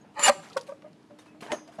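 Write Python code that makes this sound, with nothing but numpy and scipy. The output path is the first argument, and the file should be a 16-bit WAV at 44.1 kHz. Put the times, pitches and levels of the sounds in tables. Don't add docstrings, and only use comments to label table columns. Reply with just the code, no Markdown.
import sys
import numpy as np
from scipy import signal
from scipy.fft import rfft, irfft
from scipy.io import wavfile
from scipy.ndimage import uniform_filter1d

SR = 44100
rng = np.random.default_rng(int(sys.argv[2]) if len(sys.argv) > 2 else 0)


def gain_from_db(level_db):
    decades = np.asarray(level_db, float) / 20
    return 10 ** decades


def master_out(mix):
    frames = np.transpose(np.atleast_2d(mix))
    ceiling = np.clip(frames, -1, 1)
    pcm = np.round(ceiling * 32767).astype(np.int16)
    wavfile.write(sys.argv[1], SR, pcm)


N = 79380

# time_s, squeal_db (steel), scrape_db, wood_db (pressure on the boards)
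BOLT_DRAW = [
    (0.142, -82, -73, -66.5),
    (0.176, -74, -62.5, -41.5),
    (0.199, -43.5, -47.5, -34),
    (0.227, -36, -34.5, -33.5),
    (0.2365, -15, -28, -36),
    (.27, -24.5, -23, -25),
    (0.298, -44, -24, -22.5),
    (0.306, -71, -60, -33.5),
    (0.341, -93, -64, -46),
]
# pitch_hz, width_hz, level_db
BOLT_MODES = [(7060, 200, -13), (8120, 270, -18.5), (9760, 120, -17.5), (10180, 100, -13.5),
              (10740, 170, -13.5), (11930, 100, -24), (14600, 120, -23.5)]
# freq_hz, level_db (per Hz)
SCRAPE_SPECTRUM = [(120, -31.5), (900, -18.5), (2200, -12.5), (5500, -21.5), (8000, -15.5), (11000, -26),
                   (13200, -28), (14000, -56.5)]
# pitch_hz, width_hz, level_db
STAPLE_MODES = [(1245.6, 44, -7), (1764, 35, -6), (2310, 120, -8), (2818, 110, -6), (3884, 92, -15.5),
                (4407, 100, -7.5), (4657, 110, -6.5), (5270, 120, -17.5), (6070, 130, -11),
                (6700, 150.7, -15)]
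# pitch_hz, width_hz, level_db
BOARD_MODES = [(401.7, 150, -18), (583.7, 88, -5.5), (875, 130, -7), (1000, 140, -5.5), (1211, 200, -3),
               (1896, 180, -8), (2097, 100.3, -13.5), (2404, 210, -11.5), (3004, 99, -15), (4180, 300, -14),
               (4740, 150, -18)]
# pitch_hz, level_db, t60_s
BOLT_RING_MODES = [(7400, -46.5, 0.45), (10400, -56, .4)]
# peak_s, level_db, pitch_hz, rise_s, t60_s
GATE_CREAKS = [(.18, -33.5, 866, .024, 0.059), (.286, -12, 786.4, 0.01, 0.061),
               (.302, -13, 564, 0.013, 0.059), (.4, -44, 772, .015, 0.086),
               (.571, -20.5, 535.3, .011, 0.052), (.605, -41, 499, 0.00643, 0.092),
               (.699, -33, 554.7, 0.019, 0.078), (.724, -33, 577, .006, 0.046),
               (.745, -46.5, 550, .008, 0.081), (.85, -41, 599, 0.0098, 0.07),
               (.866, -43.5, 615, .006, 0.094), (1.116, -47.5, 582.6, 0.02, 0.2),
               (1.35, -54.5, 631, 0.0086, 0.14), (1.434, -40, 690, 0.0099, 0.088),
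               (1.51, -34, 887, 0.024, 0.055), (1.697, -45, 694, 0.016, 0.034),
               (1.793, -34.5, 649, 0.013, .15), (1.795, -39, 787, 0.016, 0.061)]
# multiple, level_db
CREAK_OVERTONES = [(2.04, -7), (2.75, -17.5), (3.7, -30.5)]
# pitch_hz, level_db, t60_s
PLATE_MODES = [(4210, -15, .17), (5006, -20, .9), (5313, -18, .25), (5700, -3, .05), (5846, -14, .5),
               (6342, 0, .26), (6621, -1, .2), (7127, -6, .09), (8979, -27, .6), (10050, -6.5, .2),
               (11800, -23, .33), (12270, -16, .1), (13360, -12, .17), (14740, -8, .13)]
# pitch_hz, level_db, t60_s
POST_MODES = [(244.5, -15.5, 0.19), (332.4, -13, 0.15), (597.5, -0.5, 0.097), (689, 0.5, 0.06),
              (1070, -14, 0.034), (1270, -15, 0.064), (1805, -8.5, 0.064), (3053, -14, 0.038)]
# freq_hz, level_db (per Hz)
CRACK_SPECTRUM = [(120, -21), (350, 2), (1500, 2), (3300, -6), (10500, -19), (12000, -48)]
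# delay_s (after the knock), level_db
KNOCK_REBOUNDS = [(.0055, -2), (.012, -4.5), (.026, -7)]
# peak_s, level_db, pitch_hz, rise_s, t60_s
SINGLE_PINGS = [(.018, -62, 6630, .014, .07), (.195, -35, 7140, .002, .04), (.244, -20, 2875, .009, .13),
                (.262, -21, 1765, .008, .05), (.27, -21, 2890, .015, .03), (.31, -40, 55, .02, .08),
                (.195, -46, 45, .02, .08), (.298, -33, 238, .02, .1), (.39, -52, 160, .03, .2),
                (.570, -36, 5300, .003, .02), (.575, -33, 942, .006, .09), (.572, -31, 1380, .005, .04),
                (.572, -40, 410, .008, .07), (.572, -40, 2060, .004, .04), (.574, -43, 1900, .005, .07),
                (.572, -40, 4120, .003, .025), (.51, -50, 1300, .008, .05), (.573, -29, 1485, .003, .04),
                (.574, -36, 5750, .002, .02), (1.192, -52, 3700, .003, .06), (1.283, -59, 2590, .008, .26),
                (.222, -33, 2300, .005, .03), (.235, -30, 2250, .006, .03), (.203, -35, 1200, .005, .04),
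                (.283, -24, 2750, .003, .04), (.287, -24, 2000, .006, .06), (.293, -21, 1000, .008, .06),
                (1.409, -50, 4200, .002, .04), (1.455, -52, 3050, .004, .1), (1.424, -47, 480, .005, .04),
                (.7, -47, 950, .012, .12), (.36, -50, 380, .02, .2)]
# start_s, level_db, centre_hz, t60_s
LATCH_TICKS = [(0.445, -52, 3610, 0.023), (0.499, -51.5, 4640, 0.046), (.518, -53, 3040, 0.037),
               (.53, -49.5, 4250, 0.065), (.593, -47, 4470, 0.012), (.598, -53, 4500, 0.028),
               (0.611, -45.5, 4950, 0.034), (.633, -56.5, 4800, .03), (.821, -54.5, 2480, .03),
               (.93, -62, 4680, 0.021), (1.028, -63.5, 4500, 0.017), (1.348, -55, 894, 0.018),
               (1.406, -51.5, 2920, 0.059), (1.429, -49, 3200, 0.046), (.568, -42.5, 7940, 0.027)]
# start_s, level_db (rms), rise_s, t60_s, tilt_db (per octave)
LEAF_RUSTLES = [(.03, -54.5, 0.023, 0.53, -5), (0.192, -30.5, 0.0019, 0.09, 2.5), (.42, -51.5, 0.016, 1, 2),
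                (.566, -32, 0.0092, 0.05, 2), (.612, -54, 0.0028, 0.13, 4.5),
                (0.664, -51.5, 0.0062, 0.29, 2.5), (.82, -52.5, 0.0028, 0.27, -4),
                (0.88, -67, .001, 0.048, 3), (1.101, -55, 0.0087, 0.08, -3.5),
                (1.186, -53, 0.0014, 0.24, 3), (1.25, -56, 0.017, 0.18, 1.5),
                (1.405, -48.5, 0.0043, 0.33, 3.5), (1.422, -42, 0.0031, 0.51, -0.5),
                (1.491, -42.5, 0.026, 0.28, -0.5), (1.529, -38.5, 0.0026, 0.21, -0.5),
                (1.674, -50.5, 0.0014, 0.19, 0.5), (1.715, -56.5, 0.012, 0.86, 2.5),
                (1.785, -42, 0.0039, 0.24, -2.5)]
# freq_hz, level_db (per Hz)
LEAF_SPECTRUM = [(70, -39), (170, -10), (708, -3.5), (1240, -10), (2400, -16), (10500, -32), (13000, -37.5),
                 (15400, -39.5)]
# freq_hz, t60_s
YARD_DECAY = [(200, .25), (1000, 0.57), (4000, 0.55), (12000, 0.5)]
# freq_hz, level_db (per Hz)
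WASH_SPECTRUM = [(15, -84), (25, -27.5), (219, -8.5), (309, -14.5), (427, -14.5), (462, -16.5), (515, -20),
                 (3090, -34), (15000, -50.5)]
# time_s, level_db
HUM_LEVEL = [
    (0, -64),
    (.9, -66.5),
    (1.15, -60),
    (1.8, -57.5),
]
# freq_hz, level_db
MIC_RESPONSE = [(30, -23.5), (70, -7), (130, 2), (11000, -0.5), (13000, -11.5), (15500, -16)]

BOLT_STOP_S, KNOCK_S = 0.3, 1.518
SQUEAL_HZ, SQUEAL_WAVER = 7150, 0.12
OVERTONE_SLOPE = 0.43
KNOCK_DB, CRACK_DB, PLATE_DB = -26.5, -23.5, -42
WOOD_PER_S, WOOD_SPREAD_DB = 3000, 2.5
CRACKLE_PER_S, CRACKLE_SPREAD_DB = 14000, 2
PATCH_DB = 3.5
TICK_OCTAVES, TICK_SKIRT_DB = 0.36, -16.5
YARD_DB, SQUEAL_SEND_DB = -22, -7.5
WASH_DB, HUM_HZ = -58, 305.8


def bolt():
    s, *levels = np.transpose(BOLT_DRAW)
    t = np.arange(N) / SR
    squeal, scrape, wood = (gain_from_db(np.interp(t, s, db, -120, -120)) for db in levels)

    steel_grit = patchy(colour(grit(N, per_s=16000, spread_db=1.5), SCRAPE_SPECTRUM))
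    staples = gain_from_db(-4.5) * body(STAPLE_MODES, WOOD_PER_S, WOOD_SPREAD_DB)
    boards = body(BOARD_MODES, WOOD_PER_S, WOOD_SPREAD_DB)
    rubbing = scrape * (steel_grit + staples) + wood * boards
    add(rubbing, BOLT_STOP_S, ring(BOLT_RING_MODES, waver=0.3))

    cycles = SQUEAL_HZ * np.cumsum(1 + 0.003 * drift(N, size=300)) / SR
    song = np.sqrt(2) * (1 + SQUEAL_WAVER * drift(N, size=150)) * np.sin(2 * np.pi * cycles)
    rough = body(BOLT_MODES, per_s=3000, spread_db=3.1)
    return squeal * (gain_from_db(-9) * rough + gain_from_db(-0.5) * song), rubbing


def creaks():
    out = np.zeros(N)
    for s, db, hz, rise, t60 in GATE_CREAKS:
        t, env = swell(rise, t60)
        wobble = 0.015 * drift(len(t), size=200)
        phase = 2 * np.pi * hz * np.cumsum(1 + wobble) / SR
        weaker_db = OVERTONE_SLOPE * min(db + 22.5, 0)
        overtones = sum(gain_from_db(o_db + weaker_db) * np.sin(k * phase) for k, o_db in CREAK_OVERTONES)
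        add(out, s - rise, gain_from_db(db) * env * (np.sin(phase) + env ** 0.48 * overtones))
    return out


def knock():
    out = np.zeros(N)
    t, env = swell(rise=0.00074, t60=0.039)
    add(out, KNOCK_S + 0.004, gain_from_db(PLATE_DB) * ring(PLATE_MODES, waver=0.28))
    for delay, db in [(0, -0.56)] + KNOCK_REBOUNDS:
        add(out, KNOCK_S + delay, gain_from_db(KNOCK_DB + db) * ring(POST_MODES))
        crack = env * colour(grit(len(t), CRACKLE_PER_S, CRACKLE_SPREAD_DB), CRACK_SPECTRUM)
        add(out, KNOCK_S + delay, gain_from_db(CRACK_DB + 3.7 * db) * crack)
    return out


def pings():
    out = np.zeros(N)
    for s, db, hz, rise, t60 in SINGLE_PINGS:
        t, env = swell(rise, t60)
        add(out, s - rise, gain_from_db(db) * env * np.sin(2 * np.pi * hz * t))
    return out


def ticks():
    out = np.zeros(N)
    for s, db, hz, t60 in LATCH_TICKS:
        t, env = swell(0.00088, t60)
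        band = [(hz / 8, 3 * TICK_SKIRT_DB),
                (hz / 2 ** TICK_OCTAVES, TICK_SKIRT_DB / 3),
                (hz, 0),
                (hz * 2 ** TICK_OCTAVES, TICK_SKIRT_DB / 2),
                (hz * 4, 2 * TICK_SKIRT_DB)]
        add(out, s, gain_from_db(db) * env * colour(grit(len(t), CRACKLE_PER_S, CRACKLE_SPREAD_DB), band))
    return out


def rustles():
    out = np.zeros(N)
    for s, db, rise, t60, tilt_db in LEAF_RUSTLES:
        t, env = swell(rise, t60)
        crackle = colour(grit(len(t), CRACKLE_PER_S, CRACKLE_SPREAD_DB), LEAF_SPECTRUM, tilt_db)
        add(out, s, gain_from_db(db) * env * patchy(crackle))
    return out


def yard(x):
    taps = np.zeros(SR // 2)
    at = np.arange(300, SR // 2 - 20, 20)
    taps[at + rng.integers(0, 20, len(at))] = rng.choice([-1., 1.], len(at))
    hz, t, z = signal.stft(taps, SR, nperseg=256)
    decay = gain_from_db(-60 * t / read(YARD_DECAY, hz)[:, None])
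    tail = signal.istft(z * decay, SR, nperseg=256)[1]
    return signal.fftconvolve(x, tail / np.linalg.norm(tail))[:N]


def wash():
    frames, hz = N // 256 + 5, np.fft.rfftfreq(1024, 1 / SR)
    a, b, patches = rng.standard_normal((frames, 513, 3)).T
    patches = uniform_filter1d(uniform_filter1d(patches, size=12, axis=0), size=12, axis=1)
    z = (a + 1j * b) * gain_from_db(read(WASH_SPECTRUM, hz)[:, None] + 1.3 * evened(patches))
    air = evened(signal.istft(z, nperseg=1024, noverlap=768)[1][:N])

    s, db = np.transpose(HUM_LEVEL)
    t = np.arange(N) / SR
    steady = np.sqrt(2) * np.sin(2 * np.pi * HUM_HZ * t)
    wavering = 0.24 * evened(resonate(rng.standard_normal(N), HUM_HZ, 5.4))
    return gain_from_db(WASH_DB) * air + gain_from_db(np.interp(t, s, db)) * (steady + wavering)


def grit(count, per_s, spread_db):
    size = gain_from_db(spread_db * np.minimum(rng.exponential(1, count), 5)) * rng.standard_normal(count)
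    return evened(size * (rng.random(count) < per_s / SR))


def body(modes, per_s, spread_db):
    out = 0
    for hz, width, db in modes:
        once = resonate(grit(N, per_s, spread_db), hz, width)
        out = out + gain_from_db(db) * evened(resonate(once, hz, width))
    return evened(out)


def ring(modes, waver=0):
    t = np.arange(16000) / SR
    out = np.zeros(len(t))
    for hz, db, t60 in modes:
        strength = gain_from_db(db - 60 * t / t60) * (1 + waver * drift(len(t), size=400))
        out += strength * np.sin(2 * np.pi * (hz * t + rng.random()))
    return np.minimum(t / 0.00099, 1) * out


def swell(rise, t60):
    t = np.arange(12000) / SR
    attack = np.sin(np.pi / 2 * np.clip(t / max(rise, 1e-4), 0, 1)) ** 2
    return t, attack * gain_from_db(-60 * np.maximum(t - rise, 0) / t60)


def patchy(x):
    z = signal.stft(x, nperseg=256, noverlap=192)[2]
    patches = uniform_filter1d(rng.standard_normal(z.shape), size=3, axis=0)
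    patches = evened(uniform_filter1d(patches, size=6, axis=1))
    return evened(signal.istft(z * gain_from_db(PATCH_DB * patches), nperseg=256, noverlap=192)[1][:len(x)])


def resonate(x, hz, width):
    turn = np.exp(2j * np.pi * hz * np.arange(len(x)) / SR)
    r = np.exp(-np.pi * abs(width) / SR)
    return 2 * (turn * signal.lfilter([1 - r], [1, -r], x / turn)).real


def colour(x, points, tilt_db=0):
    hz = np.fft.rfftfreq(len(x), 1 / SR)
    gain_db = read(points, hz) + tilt_db * np.log2((hz + 50) / 2000)
    return evened(irfft(rfft(x) * gain_from_db(gain_db), len(x)))


def drift(count, size):
    return evened(uniform_filter1d(uniform_filter1d(rng.standard_normal(count), size=size), size=size))


def evened(x):
    return x / np.sqrt(np.mean(x ** 2) + 1e-20)


def read(points, hz):
    f, value = np.transpose(points)
    return np.interp(np.log(hz + 1), np.log(f + 1), value)


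def add(mix, s, sound):
    at = round(s * SR)
    part = mix[max(at, 0):][:len(sound) + min(at, 0)]
    part += sound[max(-at, 0):][:len(part)]


def scene():
    squeal, scrape = bolt()
    tones = squeal + pings()
    near = scrape + creaks() + knock() + ticks() + rustles()
    echo = gain_from_db(YARD_DB) * yard(near + gain_from_db(SQUEAL_SEND_DB) * tones)
    return (near + tones + echo + wash())[None]


def band_limit(x):
    return signal.sosfilt(signal.butter(12, 15590, fs=SR, output="sos"), x)


def record(dry):
    hz = np.fft.rfftfreq(N, 1 / SR)
    heard = irfft(rfft(dry) * gain_from_db(read(MIC_RESPONSE, hz)), N)
    return band_limit(heard)


dry = scene()
out = record(dry)
master_out(out)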